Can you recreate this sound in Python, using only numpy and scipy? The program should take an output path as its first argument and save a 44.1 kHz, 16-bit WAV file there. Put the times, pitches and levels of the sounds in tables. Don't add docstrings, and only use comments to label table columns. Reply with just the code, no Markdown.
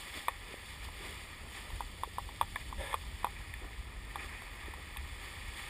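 import sys
import numpy as np
from scipy import signal
from scipy.fft import rfft, irfft
from scipy.io import wavfile
from scipy.ndimage import uniform_filter1d

SR = 44100
rng = np.random.default_rng(int(sys.argv[2]) if len(sys.argv) > 2 else 0)


def master(y):
    cut = np.clip(np.atleast_2d(y).T, -1, 1)
    pcm = np.round(cut * 32767)
    wavfile.write(sys.argv[1], SR, pcm.astype(np.int16))


N = 251260

# centre_hz, width_hz, struck_db (drop), outside_db (airborne), wet_db (wash)
CASE_MODES = [(340, 740, -33, -19.5, -12), (565, 110, -8.5, -23.5, 6), (802, 46, -0.5, -11.5, 4),
              (994, 339, 6.5, -14, -2), (1209, 173, -10, -11, -12), (1338, 92, -20, -17, -7.5),
              (1735, 164, -8, -11.5, 2.5), (1900, 317, -7.5, -7.5, -9), (2190, 470, -16, -8.5, -3),
              (2453, 250, -7, -10, -14), (2960, 720, -28, -16, -15), (3450, 406, -5, -13, -4),
              (3960, 340, -60, -22, -47), (4583, 620, -26, -19, -48.5), (5180, 760, -38, -26, -25),
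              (6860, 1140, -47, -27.5, -25), (7455, 680, -37, -23.5, -44), (8565, 590, -13.5, -20.5, -13),
              (9550, 680, -22, -22, -15.5), (10050, 390, -17, -21.5, -17), (10980, 325, -8, -32.5, -16),
              (13050, 330, -9, -53, -16), (13830, 550, -29, -23, -40), (14700, 390, -25, -45, -41)]
# centre_hz, width_hz, depth_db
SHUT_BANDS = [(6060, 400, 28), (11450, 460, 10)]
# freq_hz, gain_db
WIND_COLOUR = [(12, -26), (24, -15), (40, 0), (66, -1.5), (85, -3.5), (108, -13.5), (150, -18),
               (230, -23.5), (400, -30), (800, -73)]
# freq_hz, gain_db
CHURN_COLOUR = [(80, -3), (170, -3.5), (290, -2), (400, -3), (580, -5), (900, -7.5), (1500, -10.5)]
# start_s, relative_level_db, extra_near_2khz_db, extra_treble_db
DROP_HITS = [(0.283, -28, 4, -5), (0.8507, -57, 16, 5), (0.887, -49.5, -5, -11), (1.7033, -51, -2, 2),
             (1.8062, -35.5, -9, -6), (2.0342, -32.5, -6, -7), (2.1834, -33.5, -10, -7),
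             (2.29, -47, -2, -8), (2.412, -25, -6, -5.5), (2.428, -41.5, -1, -4), (2.5575, -53, 8, 11.5),
             (2.5592, -38.5, 13.5, -16), (2.7266, -41, -13, -10), (2.929, -40.5, 6.5, -4),
             (2.9416, -29.5, -5, -7), (3.0366, -55, 0, -10), (3.2307, -52, 12, 4),
             (3.2449, -27.5, -6.5, -9), (3.268, -39, -8, -8.5), (3.5382, -56.5, 24, 13.5),
             (4.1573, -37, -1, -6), (4.4205, -49.5, -8, -4), (4.6586, -56, 4, 4), (4.7373, -47.5, -10, -3),
             (4.9618, -49, 0, -12), (4.9701, -55.5, 17.5, 16.5)]
# start_s, level_db, pitch_hz, width_hz
GEAR_KNOCKS = [(0.5414, -43, 470, 520), (2.074, -48, 440, 140), (4.682, -45, 355, 168)]
# time_s, relative_spray_db
WAKE_LEVEL = [(0, -51), (.4, -55), (.95, -54), (1.35, -55), (1.95, -58), (2.4, -57), (3.0, -57),
              (3.3, -54.5), (3.95, -56), (4.45, -52.5), (4.85, -53.5), (5.7, -51.5)]
# time_s, mist_over_coarse_db
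MIST_BALANCE = [(0, 0), (1.3, -1.5), (2.1, 2), (3.0, 1.5), (3.4, -2), (4.6, -3.5), (5.7, -1)]
# peak_s, relative_coarse_db, relative_mist_db, relative_churn_db, fall_s
WAVELET_PLUMES = [(0.0, -50.5, -51.5, -74, 0.029), (0.174, -49, -47.5, -51, .05),
                  (0.521, -53.5, -56, -53, 0.043), (0.7, -61, -53.5, -77, 0.07),
                  (0.85, -53, -51.5, -78, 0.014), (1.07, -53, -51.5, -53.5, 0.18),
                  (1.57, -51, -51.5, -67, 0.11), (1.76, -57.5, -56, -65, 0.11),
                  (2.6, -54.5, -57.5, -70, 0.072), (3.65, -62, -62, -55, 0.045),
                  (4.21, -50.5, -55.5, -64, 0.17), (4.34, -53, -63, -74, .07), (4.8, -70, -65, -60, 0.024),
                  (5.24, -54.5, -55, -63, 0.081), (5.6, -52, -52.5, -59.5, 0.1)]
# time_s, relative_level_db
AIRSTREAM_LEVEL = [(0, -52.5), (1.0, -49.5), (2.3, -47.5), (4.0, -46.5), (4.4, -48), (5.7, -48.5)]
# peak_s, level_db
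WIND_BUFFETS = [(1.73, -42), (2.56, -48), (2.785, -38), (3.06, -42)]

TOP_HZ = 15150
PLUME_RISE_S, RISE_SHARE = 0.025, 0.37
CHURN_DB, CHURN_FALL_SHARE = -61.5, 0.36
EDDY_RATE_HZ, EDDY_SWING_DB = 9, 1.33
BUFFET_RISE_S, BUFFET_FALL_S = 0.022, 0.027
POCKET_HZ, POCKET_WIDTH_HZ, POCKET_DB = 383, 150, -3.5
WASH_START_S, WASH_END_S, WASH_ATTACK_S, WASH_RELEASE_S = 2.775, 2.94, 0.036, 0.0074
WASH_FIZZ_DB, WASH_BODY_START_DB, WASH_THINNING_DB_PER_S = -45, -43, 57


def undb(db):
    return 10 ** (np.asarray(db) / 20)


def unit(x):
    return x / np.sqrt(np.mean(x ** 2))


def curves(table):
    s, *columns = np.transpose(table)
    return [np.interp(np.arange(N) / SR, s, column) for column in columns]


def walk(rate_hz):
    hold = max(int(SR / rate_hz), 2)
    held = rng.standard_normal(N)[np.arange(N) // hold]
    return unit(uniform_filter1d(uniform_filter1d(held, hold), hold))


def coloured(points):
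    hz, db = np.transpose(points)
    bin_hz = np.arange(N // 2 + 1) * SR / N
    gain = undb(np.interp(np.log(bin_hz + 1), np.log(hz), db, right=-120))
    return unit(irfft(rfft(rng.standard_normal(N)) * gain, N))


def patter(rate_hz, spread_db):
    happens = rng.random(N) < rate_hz / SR
    size = undb(spread_db * np.minimum(rng.exponential(size=N), 4))
    return unit(happens * size * rng.choice([-1, 1], N))


def freqs(size=4096):
    return np.arange(size // 2 + 1) * SR / size


def peak(hz, width_hz):
    return 1 / (1 + (2 * (freqs() - hz) / width_hz) ** 2)


def ring(gain):
    cepstrum = irfft(np.log(gain + 1e-7))
    half = len(cepstrum) // 2
    fold = np.concatenate([[1], np.full(half - 1, 2), [1], np.zeros(half - 1)])
    return irfft(np.exp(rfft(cepstrum * fold)))


def case(mode_db):
    power = sum((undb(db) * peak(row[0], row[1])) ** 2 for row, db in zip(CASE_MODES, mode_db))
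    shut_db = sum(depth_db * np.exp(-(2 * (freqs() - hz) / width_hz) ** 2)
                  for hz, width_hz, depth_db in SHUT_BANDS)
    return ring(np.sqrt(power) * undb(-shut_db))


def through(x, response):
    return unit(signal.fftconvolve(x, response)[:N])


def mode(hz, width_hz):
    t = np.arange(3072) / SR
    fade_per_s = np.pi * width_hz
    envelope = 2 * fade_per_s ** 2 / SR * t * np.exp(-fade_per_s * t)
    return envelope * np.sin(2 * np.pi * hz * t)


def swell(s, rise_s, fall_s):
    t = np.arange(N) / SR - s
    return np.exp(np.where(t < 0, -(t / rise_s) ** 2, -t / fall_s))


def plumes(steady_db, peak_db, fall_share):
    power = undb(steady_db) ** 2
    for (s, *_, fall_s), db in zip(WAVELET_PLUMES, peak_db):
        surge = undb(db) * swell(s, PLUME_RISE_S + RISE_SHARE * fall_s, fall_share * fall_s)
        power = power + surge ** 2
    return np.sqrt(power)


def add(out, s, sound):
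    start = int(s * SR)
    out[start:start + len(sound)] += sound[:N - start]


def strike_rms(response):
    return np.sqrt(np.sum(response ** 2) / (.007 * SR))


def spray(coarse_gain_db=1.7, mist_gain_db=0.0, flutter_db=0.38):
    hz, _, _, outside_db, _ = np.transpose(CASE_MODES)
    _, coarse_db, fine_db, _, _ = np.transpose(WAVELET_PLUMES)
    wake_db, = curves(WAKE_LEVEL)
    fineness_db, = curves(MIST_BALANCE)
    fine = hz > 2700
    low_modes = case(np.where(fine, -np.inf, outside_db))
    high_modes = case(np.where(fine, outside_db, -np.inf))
    flutter = undb(flutter_db * walk(40))

    coarse = unit(rng.standard_normal(N) + 0.78 * patter(rate_hz=2500, spread_db=3))
    coarse = coarse * undb(1.07 * walk(70))
    coarse = through(coarse, low_modes) * plumes(wake_db, coarse_db, 1)

    mist = unit(rng.standard_normal(N) + 0.5 * patter(rate_hz=4400, spread_db=7.0))
    mist = mist * undb(0.5 * walk(55))
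    mist = through(mist, high_modes) * plumes(wake_db + fineness_db, fine_db, 1)
    return (coarse * undb(coarse_gain_db) + mist * undb(mist_gain_db)) * flutter


def wind():
    air_db, = curves(AIRSTREAM_LEVEL)
    eddies = undb(air_db + EDDY_SWING_DB * walk(EDDY_RATE_HZ))
    buffets = sum(undb(db) * swell(s, BUFFET_RISE_S, BUFFET_FALL_S) for s, db in WIND_BUFFETS)
    return coloured(WIND_COLOUR) * np.hypot(eddies, buffets)


def churned_water(swing_db=2.0):
    _, _, _, water_db, _ = np.transpose(WAVELET_PLUMES)
    churn = coloured(CHURN_COLOUR) * plumes(CHURN_DB, water_db, CHURN_FALL_SHARE)
    gulps = through(patter(rate_hz=600, spread_db=4), mode(POCKET_HZ, POCKET_WIDTH_HZ))
    gulps = gulps * plumes(-np.inf, water_db + POCKET_DB, CHURN_FALL_SHARE)
    return (churn + gulps) * undb(swing_db * walk(35))


def stray_drops(level_db=-68):
    hz, _, struck_db, _, _ = np.transpose(CASE_MODES)
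    soft = case(struck_db + np.interp(hz, [1500, 10000], [0, -12]))
    return undb(level_db) * through(patter(rate_hz=43, spread_db=2.5), soft)


def burst(fade_s, spatter_db):
    t = np.arange(2048) / SR
    spatter = rng.standard_normal(len(t)) * np.exp(-t / fade_s)
    return (t == 0) + undb(spatter_db) * spatter / np.linalg.norm(spatter)


def struck(mode_db, detune):
    out = 0
    for k, (row, db, stretch) in enumerate(zip(CASE_MODES, mode_db, detune)):
        out = out + (-1) ** k * undb(db) * mode(row[0] * stretch, row[1])
    return out


def drops(gain_db=3.0, scatter_db=0.5):
    hz, _, struck_db, _, _ = np.transpose(CASE_MODES)
    spot = rng.standard_normal((len(DROP_HITS), 2, len(CASE_MODES)))
    out = np.zeros(N)
    for (s, db, middle_db, top_db), (share, load) in zip(DROP_HITS, spot):
        mode_db = struck_db + scatter_db * share
        detune = 1 + .01 * load
        extra_db = np.interp(hz, [1450, 1720, 2160, 2950], [0, middle_db, middle_db, top_db])
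        force = burst(fade_s=0.0063, spatter_db=-4.5)
        body = signal.fftconvolve(force, struck(mode_db, detune))
        tick = signal.fftconvolve(force, struck(mode_db + extra_db, detune))
        add(out, s, tick * undb(db + gain_db) / strike_rms(body))
    return out


def knocks():
    out = np.zeros(N)
    for s, db, hz, width_hz in GEAR_KNOCKS:
        thud = mode(hz, width_hz)
        add(out, s, thud * undb(db) / strike_rms(thud))
    return out


def wash():
    hz, _, _, _, wet_db = np.transpose(CASE_MODES)
    low = hz < 900
    t = np.arange(N) / SR
    landing = np.clip((t - WASH_START_S) / WASH_ATTACK_S, 0, 1)
    leaving = np.exp(-np.maximum(t - WASH_END_S, 0) / WASH_RELEASE_S)
    body_db = WASH_BODY_START_DB - WASH_THINNING_DB_PER_S * np.maximum(t - WASH_START_S, 0)
    crackle = patter(rate_hz=4000, spread_db=0.0)
    body = through(crackle, case(np.where(low, wet_db, -np.inf))) * undb(body_db)
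    fizz = through(crackle, case(np.where(low, -np.inf, wet_db))) * undb(WASH_FIZZ_DB)
    return (body + fizz) * landing * leaving


def scene():
    water_and_wind = spray() + wind() + churned_water()
    on_the_case = stray_drops() + drops() + knocks() + wash()
    return (water_and_wind + on_the_case)[None]


def record(dry):
    return signal.sosfilt(signal.ellip(10, .2, 70, TOP_HZ, fs=SR, output="sos"), dry)


dry = scene()
out = record(dry)
master(out)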